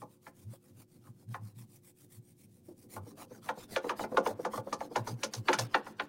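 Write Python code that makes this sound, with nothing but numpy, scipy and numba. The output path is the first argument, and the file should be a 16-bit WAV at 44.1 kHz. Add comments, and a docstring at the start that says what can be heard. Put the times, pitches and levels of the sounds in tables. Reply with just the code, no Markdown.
"""Light hissing strokes, about seven a second: a wax crayon rubs back and forth over paper on a hard table.
Hard strokes follow, with rasp, knocks and scrapes. Hiss and rasp are coloured random wax slips driven by hand speed.
Knocks excite a modal table response as the crayon trips over ridges; many small bumps make the table murmur.
The leaning hand swells a low table mode, the blunt end rocks in short low tones; a quiet room adds noise and hum."""
import sys
import numpy as np
from scipy import signal
from scipy.fft import rfft, irfft
from scipy.io import wavfile
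from scipy.ndimage import uniform_filter1d
from numba import njit

SR = 44100
rng = np.random.default_rng(int(sys.argv[2]) if len(sys.argv) > 2 else 0)


def wrap_up_sound(samples):
    """Save the sound to the file named by the first command line argument, as 16-bit audio."""
    columns = np.atleast_2d(samples).T
    # keep every value between -1 and 1, then stretch to whole-number steps
    tamed = np.clip(columns, -1, 1)
    steps = np.round(tamed * 32767).astype(np.int16)
    wavfile.write(sys.argv[1], SR, steps)


N = 268304
TIME_S = np.arange(N) / SR
BLOW_N = 1323  # samples (30 ms) over which an impact's level is set


def undb(db):
    """Decibels to gain."""
    return 10 ** (np.asarray(db) / 20)


def unit(x, size=None):
    """Scale to rms 1, judged on the first size samples."""
    return x / np.sqrt(np.mean(x[:size] ** 2) + 1e-30)


def along(points, hz):
    """Interpolate (f/Hz, value) points on a log-frequency axis."""
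    f_hz, value = np.transpose(points)
    return np.interp(np.log(np.maximum(hz, 1)), np.log(f_hz), value)


def at_time(points, time_s):
    """Interpolate (t/s, value) points linearly."""
    return np.interp(time_s, *np.transpose(points))


def colour(x, points, size=2048):
    """Minimum-phase filter with the given (f/Hz, level/dB) outline, via the folded cepstrum."""
    gain = undb(along(points, np.fft.rfftfreq(size, 1 / SR)))
    cepstrum = irfft(np.log(gain))
    cepstrum[1:size // 2] *= 2
    cepstrum[size // 2 + 1:] = 0
    impulse = irfft(np.exp(rfft(cepstrum)))
    return signal.fftconvolve(x, impulse)[:len(x)]


def add(track, sound, start_s):
    """Mix a sound into the track from start_s on, clipped to the track's ends."""
    i = int(start_s * SR)
    sound, i = sound[max(-i, 0):], max(i, 0)
    track[i:i + len(sound)] += sound[:max(len(track) - i, 0)]


def walk(rate_hz):
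    """Smooth random wandering, rms 1."""
    k = max(int(SR / rate_hz), 1)
    steps = np.repeat(rng.standard_normal(N // k + 1), k)
    return unit(uniform_filter1d(steps, k)[:N])


def grains(n, per_s, spread_db):
    """Tiny slips of wax on paper fibres: random impulses of very unequal size, rms 1."""
    slips = rng.random(n) < per_s / SR
    size = undb(spread_db * np.minimum(rng.exponential(size=n), 4))
    return unit(slips * rng.standard_normal(n) * size)


@njit
def resonance(x, hz, width_hz):
    """State-variable band-pass whose centre moves sample by sample."""
    y, b, l = np.empty(len(x)), 0., 0.
    for i in range(len(x)):
        g = np.tan(np.pi * hz[i] / SR)
        v = (b + g * (x[i] - l)) / (1 + g * (g + width_hz / hz[i]))
        b, l = 2 * v - b, l + 2 * g * v
        y[i] = v * width_hz / hz[i]
    return y


def roam(x, depth_db):
    """As the tip travels, narrow resonances of sheet and crayon come and go, mostly in the middle treble."""
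    f_hz, _, bands = signal.stft(x, SR, nperseg=512)
    field = rng.standard_normal(bands.shape)
    for axis, size in ((0, 4), (0, 2), (1, 8), (1, 4)):
        field = uniform_filter1d(field, size, axis=axis)
    share = along([(1000, .7), (3000, 1), (6500, 1), (12000, .35)], f_hz)
    gain = undb(depth_db * share[:, None] * unit(field))
    gain /= np.sqrt(np.mean(gain ** 2, axis=1, keepdims=True))
    return unit(signal.istft(bands * gain, SR)[1][:N])


# hand rhythm: [t/s, there-and-back trips made so far]
RHYTHM = [(-0.068, 0), (1.269, 5), (2.621, 10), (3.673, 14), (4.767, 18), (5.3, 20), (6.082, 23)]
# hand effort as forward-sweep hiss before trim: [t/s, level/dB]
EFFORT = [(0.0, -68), (0.8, -66), (1.08, -70.3), (1.35, -65), (2.13, -63.5), (2.66, -71.5), (2.94, -54.5),
          (3.2, -59.5), (3.5, -58.5), (4.58, -55.5), (4.83, -64), (5.08, -57.5), (5.4, -61), (5.62, -55),
          (5.85, -68), (6.08, -73)]
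# return sweep against forward sweep: [t/s, level/dB]
EASE = [(0.1, -6.5), (0.4, -3), (1.2, -6.5), (1.75, -3.2), (2.8, -5), (3.06, -11), (3.35, -9.5), (3.6, -4),
        (4.42, -13), (4.95, -4), (5.2, -6), (5.75, -5)]
# bite of wax on paper as rasp over hiss before trims: [t/s, level/dB]
BITE = [(0.0, -5.7), (1.35, -3.8), (2.0, -8), (2.75, -10), (3.15, -1.5), (3.85, 2.5), (4.6, 0), (4.85, 3),
        (5.2, 0.5), (5.5, 5), (6.08, 8)]
FORWARD_SHARE = 0.46  # of trip time
LIGHT_DB, HARD_DB = -67, -57.5  # effort of an easy and of a vigorous hand
# fastest point as share of a sweep: easy; vigorous, each way
CREST_LIGHT, CREST_FORWARD, CREST_RETURN = 0.6, 0.47, 0.62


def motion(rest=0.035, swell=1.8):
    """Hand speed (0-1), with hiss and rasp gains: speed to a power, scaled by the stroke's force."""
    trip, phase = np.divmod(at_time(RHYTHM, TIME_S), 1)
    back = phase > FORWARD_SHARE
    way = np.where(back, (phase - FORWARD_SHARE) / (1 - FORWARD_SHARE), phase / FORWARD_SHARE)
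    # each sweep keeps the settings read at one instant near its middle
    middle_s = np.interp(trip + (back + .5) / 2, *np.transpose(RHYTHM)[::-1])
    effort_db, ease_db, bite_db = (at_time(curve, middle_s) for curve in (EFFORT, EASE, BITE))
    vigour = np.clip((effort_db - LIGHT_DB) / (HARD_DB - LIGHT_DB), 0, 1)
    vigorous_crest = np.where(back, CREST_RETURN, CREST_FORWARD)
    crest = np.clip(CREST_LIGHT + vigour * (vigorous_crest - CREST_LIGHT), .2, .8)
    # zero at each turn, 1 at the crest
    speed = np.abs(np.sin(np.pi / 2 * np.minimum(way / crest, (1 - way) / (1 - crest))))
    force = undb(uniform_filter1d(effort_db + back * ease_db, size=500))
    hiss = (rest + speed ** swell) * force
    return speed, hiss, hiss * undb(uniform_filter1d(bite_db, size=500))


# fine slip spectrum: [f/Hz, density/dB per Hz]
HISS = [(900, -23.5), (1900, -3.5), (2300, 1), (2800, -5), (7600, 0.5), (8300, 4), (9400, 6.5), (10800, 1),
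        (15500, 1.5)]
# coarse slip spectrum: [f/Hz, density/dB per Hz]
RASP = [(500, 8.5), (1200, 5), (2500, -4.5), (4700, -0.5), (6300, -4.5), (7500, -10), (15000, -17.5)]


def rubbing(hiss_db=3.5, rasp_db=8.0, slow_hz=3300, fast_hz=5900, rough_db=1.5):
    """Wax slips over the paper's tooth; bite adds a rasp, and a chatter whose pitch follows the speed."""
    speed, hiss, rasp = motion()
    tooth = undb(rough_db * walk(170) + 1.22 * walk(35))
    fine = roam(colour(grains(N, per_s=16000, spread_db=2.2), HISS), depth_db=3.3)
    coarse = roam(colour(grains(N, per_s=6000, spread_db=2.6), RASP), depth_db=5.5)
    pitch_hz = (slow_hz + (fast_hz - slow_hz) * speed) * (1 + .12 * walk(6))
    pitch_hz = np.clip(pitch_hz, 500, SR / 4)
    narrow = resonance(resonance(rng.standard_normal(N), pitch_hz, 420.), pitch_hz, 420.)
    # chatter level wanders
    chatter = undb(-8) * unit(narrow * undb(5 * walk(16)))
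    # a light hand leaves mainly fine hiss
    pressed = np.sqrt(np.maximum(rasp ** 2 - (0.45 * hiss) ** 2, (.3 * rasp) ** 2))
    return tooth * (hiss * undb(hiss_db) * fine + pressed * (undb(rasp_db) * coarse + chatter))


TABLE_T60_S, T60_SLOPE = 0.11, 0.48  # T60 at 1 kHz; exponent of its fall with frequency


def fade(hz, t_s):
    """Modal decay: the table rings longest in the bass."""
    t60_s = TABLE_T60_S * (hz / 1000) ** -T60_SLOPE
    return np.exp(-np.log(1000) * t_s / t60_s)


# table-top modes before per-spot scatter: [f/Hz, level/dB]
TABLE_MODES = [(215, -5), (290, -1.5), (360, -1), (440, -8.5), (492, 0), (535, 1.5), (830, -3), (875, -1),
               (1042, -2.5), (1178, -6), (1442, -0.5), (1720, -7.5), (2072, -6.5), (2330, -5), (2875, -15)]


def table_response(scatter_db=3.0, dense_db=1, direct=17, lag_s=0.002832,
                   late_db=-29, late_t60_s=0.83, size=16384):
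    """The table top struck at one spot: first wave, modes, and a dense tail that dies in the room."""
    t_s, f_hz = np.arange(size) / SR, np.fft.rfftfreq(size, 1 / SR)
    hz, db = np.transpose(TABLE_MODES)[:, :, None]
    # every spot favours other modes
    gain = undb(db + scatter_db * rng.standard_normal(hz.shape))
    tones = np.sin(2 * np.pi * (hz * t_s + rng.random(hz.shape)))
    modes = np.sum(gain * tones * fade(hz, t_s), axis=0)
    noise = rng.standard_normal(size)
    dense = noise * undb(late_db) * np.exp(-np.log(1000) * t_s / late_t60_s)
    centres_hz = np.geomspace(200, 5000, 4)
    for own, centre_hz in zip(np.eye(len(centres_hz)), centres_hz):
        band = irfft(rfft(noise) * along(np.c_[centres_hz, own], f_hz))
        dense += band * fade(centre_hz, t_s)
    dense[2] += direct
    dense = colour(dense, [(150, -8), (450, -1.5), (1500, -4.0), (12000, -22.0)])
    blow = unit(modes, size=BLOW_N) + undb(dense_db) * unit(dense, size=BLOW_N)
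    # dispersive bending waves: treble first, bass behind
    delay_s = lag_s * np.maximum((1000 / np.maximum(f_hz, 200)) ** 1.3 - .3, 0)
    blow = irfft(rfft(blow) * np.exp(-2j * np.pi * np.cumsum(delay_s) * SR / size))
    # smooth end of tail
    return blow * np.minimum(2 * (1 - t_s / t_s[-1]), 1) ** 2


# table shake under the dragging crayon, before trim: [t/s, level/dB]
DRAG = [(0.0, -71.5), (2.54, -74), (3.05, -56.5), (3.76, -62.5), (4.05, -53), (5.96, -56), (6.08, -64)]
# murmur filter: [f/Hz, gain/dB]
JUDDER = [(60, -23.5), (200, 8), (450, 0), (900, -9.5), (5000, -52)]


def judder(drag_db=2, rest=0.28):
    """Small bumps under the moving crayon, denser in force with speed, keep the table top murmuring."""
    speed = motion()[0]
    impulses = grains(N, per_s=630, spread_db=2.5) * (rest + speed)
    shaken = signal.fftconvolve(impulses, table_response(dense_db=5.5))[:N]
    murmur = unit(colour(shaken, JUDDER))
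    return murmur * undb(drag_db + at_time(DRAG, TIME_S))


# room noise spectrum: [f/Hz, density/dB per Hz]
ROOM = [(25, -8), (60, -15), (105, 12), (230, 3.5), (400, -10.5), (1200, -32), (15000, -31)]
ROOM_DB, HUM_HZ, HUM_DB = -62.5, 358.4, -73  # noise before its wander; hum centre and rms


def room():
    """Low room noise and a faint hum, wavering in pitch and level."""
    air = unit(colour(rng.standard_normal(N), ROOM)) * undb(2 * walk(9.8))
    hum_hz = HUM_HZ + 2 * walk(7.45)
    hum = np.sin(2 * np.pi * np.cumsum(hum_hz) / SR) * undb(2 * walk(7.3))
    return undb(ROOM_DB) * air + undb(HUM_DB) * unit(hum)


# wax scuff filter: [f/Hz, gain/dB]
SCUFF = [(2000, -15), (4000, 0), (5500, 3), (6300, 4.5), (7600, -7.5), (9500, -7), (15500, -26.5)]


def scuff(t_s, decay_s=0.012, rise_s=0.0016):
    """A short coloured burst of slipping wax that starts at t = 0."""
    after_s = np.maximum(t_s, 0)
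    envelope = (1 - np.exp(-after_s / rise_s)) * np.exp(-after_s / decay_s)
    return colour(grains(len(t_s), per_s=5000, spread_db=-1.5) * envelope, SCUFF)


# trips over ridges: [t/s, ring level/dB, hardness = click over ring/dB]
KNOCKS = [(0.018, -46.5, -15), (0.267, -51.5, -2), (1.07, -63, -9), (1.3437, -42, -5),
          (2.963, -43.5, -10.5), (3.218, -54, -13), (3.4896, -33.5, -6.5), (3.762, -31, -4.5),
          (3.843, -44, -13), (3.8945, -33, -6), (3.993, -36.5, -11.5), (4.038, -38, -10),
          (4.171, -23.5, -12.5), (4.263, -29.5, -14.5), (4.4493, -32.5, -11), (4.534, -38, -18),
          (4.576, -37, -15.5), (4.727, -34.5, -11.5), (4.806, -37.5, -13.5), (4.958, -29.5, -9.5),
          (5.071, -39.5, -11), (5.233, -37, -2), (5.336, -47.5, -4), (5.4849, -25, -5),
          (5.5301, -33.5, 1.5), (5.587, -37, -3.5), (5.7445, -27, -1.5), (5.866, -46.5, -5.5),
          (5.998, -37, 1)]
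# table ring filter before focus: [f/Hz, gain/dB]
RING = [(50, -24), (190, 3), (450, -1.5), (1200, 1.5), (4000, -36)]
# contact click filter before dulling: [f/Hz, gain/dB]
CLICK = [(700, -28.5), (1550, 10), (2200, 6), (4000, 4.5), (5200, -7), (8000, -52)]
RING_HZ, RING_AT_DB = 975, -40  # ring centre for a knock of this level, at hardness 0
# harder contact raises the centre, heavier contact lowers it
OCTAVES_PER_HARDNESS_DB, OCTAVES_PER_STRENGTH_DB = 0.014, -0.014
KNOCK_SCUFF_DB = -25.5  # re ring


def knocks(dulling=0.71, climb_s=0.0034, climb=0.039, skid_s=0.0035, skid=0.05, focus_db=6.3):
    """The crayon climbs a ridge, drops off and skids: a scuff of wax, a click, then the table's hollow ring."""
    out = np.zeros(N)
    t_s = np.arange(-BLOW_N, 4 * BLOW_N) / SR
    f_hz = np.geomspace(50, 16000, 40)
    climbing = climb * np.exp(np.minimum(t_s, 0) / climb_s) * (t_s < 0)
    skidding = skid * (t_s > 0) * np.exp(-np.maximum(t_s, 0) / skid_s)
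    for at_s, ring_db, hardness_db in KNOCKS:
        octaves = OCTAVES_PER_HARDNESS_DB * hardness_db + OCTAVES_PER_STRENGTH_DB * (ring_db - RING_AT_DB)
        ring_hz = RING_HZ * 2 ** octaves
        click_db, scuff_db = ring_db + hardness_db, ring_db + KNOCK_SCUFF_DB
        force = (t_s == 0) + grains(len(t_s), per_s=3000, spread_db=1.0) * (climbing + skidding)
        blow = signal.fftconvolve(force, table_response())
        # contact length decides which modes take most of the blow
        focus = focus_db * np.minimum(np.log2(f_hz / ring_hz) ** 2, 2)
        ring = colour(blow, np.c_[f_hz, along(RING, f_hz) - focus])
        # light touch = longer contact = less treble
        dull_db = dulling * max(-40 - click_db, 0) * np.clip(np.log2(f_hz / 1700), 0, 2)
        click = colour(blow, np.c_[f_hz, along(CLICK, f_hz) - dull_db])
        for sound, db in ((ring, ring_db), (click, click_db), (scuff(t_s), scuff_db)):
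            level = np.std(sound[BLOW_N:2 * BLOW_N])
            add(out, undb(db) * sound / level, at_s - BLOW_N / SR)
    return out


# hand leaning on the table: [t/s, peak level of the mode/dB, swell and ebb time/s]
THROBS = [(0.49, -40, 0.034), (1.108, -44.5, 0.016), (1.311, -37, 0.032), (1.442, -40, 0.042),
          (1.605, -45.5, 0.057), (2.194, -46.5, 0.02), (3.012, -43, 0.048), (4.347, -48, 0.035),
          (4.602, -39.5, 0.018), (5.012, -36.5, 0.025), (5.138, -34.5, 0.034), (5.401, -33, 0.024),
          (5.633, -34, 0.04)]


def throbs(pitch_hz=108, rumble_db=-13):
    """Each soft push of the hand swells a low table mode, with a little dull rumble above it."""
    outline = [(70, -27), (130, -3.0), (220, -2), (350, -31.5), (2000, -50)]
    rumble = unit(colour(rng.standard_normal(N), outline))
    mode_hz = pitch_hz * (1 + 0.0698 * walk(25))
    mode = np.cos(2 * np.pi * np.cumsum(mode_hz) / SR)
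    push = sum(undb(db) * np.exp(-((TIME_S - at_s) / swell_s) ** 2) for at_s, db, swell_s in THROBS)
    return push * (mode + undb(rumble_db) * rumble)


# blunt end rocking on the table: [t/s, crest rms of the tone/dB, f/Hz]
BUMPS = [(0.539, -55, 545), (2.046, -58, 294), (2.689, -47.5, 355), (2.715, -49, 330), (3.071, -51.5, 470),
         (3.315, -47, 490), (3.579, -44, 501), (3.849, -36, 483), (3.87, -35.5, 465), (4.124, -35, 511),
         (4.149, -35.5, 518), (4.313, -39.5, 576), (4.398, -36, 494), (4.675, -39, 557), (4.918, -41, 474)]


def bumps(rise_s=0.0052, fall_s=0.011, rough_db=-2):
    """The blunt end rocks on the table: a few rough cycles of one low resonance, no click."""
    out = np.zeros(N)
    t_s = np.arange(-BLOW_N, 3 * BLOW_N) / SR
    swell = np.where(t_s < 0, np.exp(-(t_s / rise_s) ** 2), np.exp(-np.abs(t_s) / fall_s))
    for at_s, db, hz in BUMPS:
        tone = unit(np.sin(2 * np.pi * (hz * t_s + rng.random())))
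        outline = [(hz / 8, -25), (hz / 2.5, -3), (hz, 0), (2 * hz, -10), (6 * hz, -44)]
        rough = unit(colour(rng.standard_normal(len(t_s)), outline))
        add(out, undb(db) * swell * (tone + undb(rough_db) * rough), at_s - BLOW_N / SR)
    return out


# wax digging in: [t/s, rms level over the first 30 ms/dB]
SCRAPES = [(3.761, -50), (3.894, -53), (4.449, -56), (4.727, -45.5), (4.959, -46), (5.072, -51),
           (5.233, -37.5), (5.336, -41.5), (5.5302, -38.5), (5.587, -35.5)]


def scrapes():
    """Where the wax digs in, the scuff is loud and bright."""
    out = np.zeros(N)
    t_s = np.arange(4 * BLOW_N) / SR
    for at_s, db in SCRAPES:
        add(out, undb(db) * unit(scuff(t_s), size=BLOW_N), at_s)
    return out


def scene():
    """Crayon, table and room summed at one small, close microphone."""
    return (rubbing() + judder() + room() + knocks() + throbs() + bumps() + scrapes())[None]


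TOP_HZ = 15850


def record(dry):
    """Steep elliptic low-pass at TOP_HZ."""
    return signal.sosfilt(signal.ellip(10, .2, 70, TOP_HZ, fs=SR, output="sos"), dry)


dry = scene()
out = record(dry)
wrap_up_sound(out)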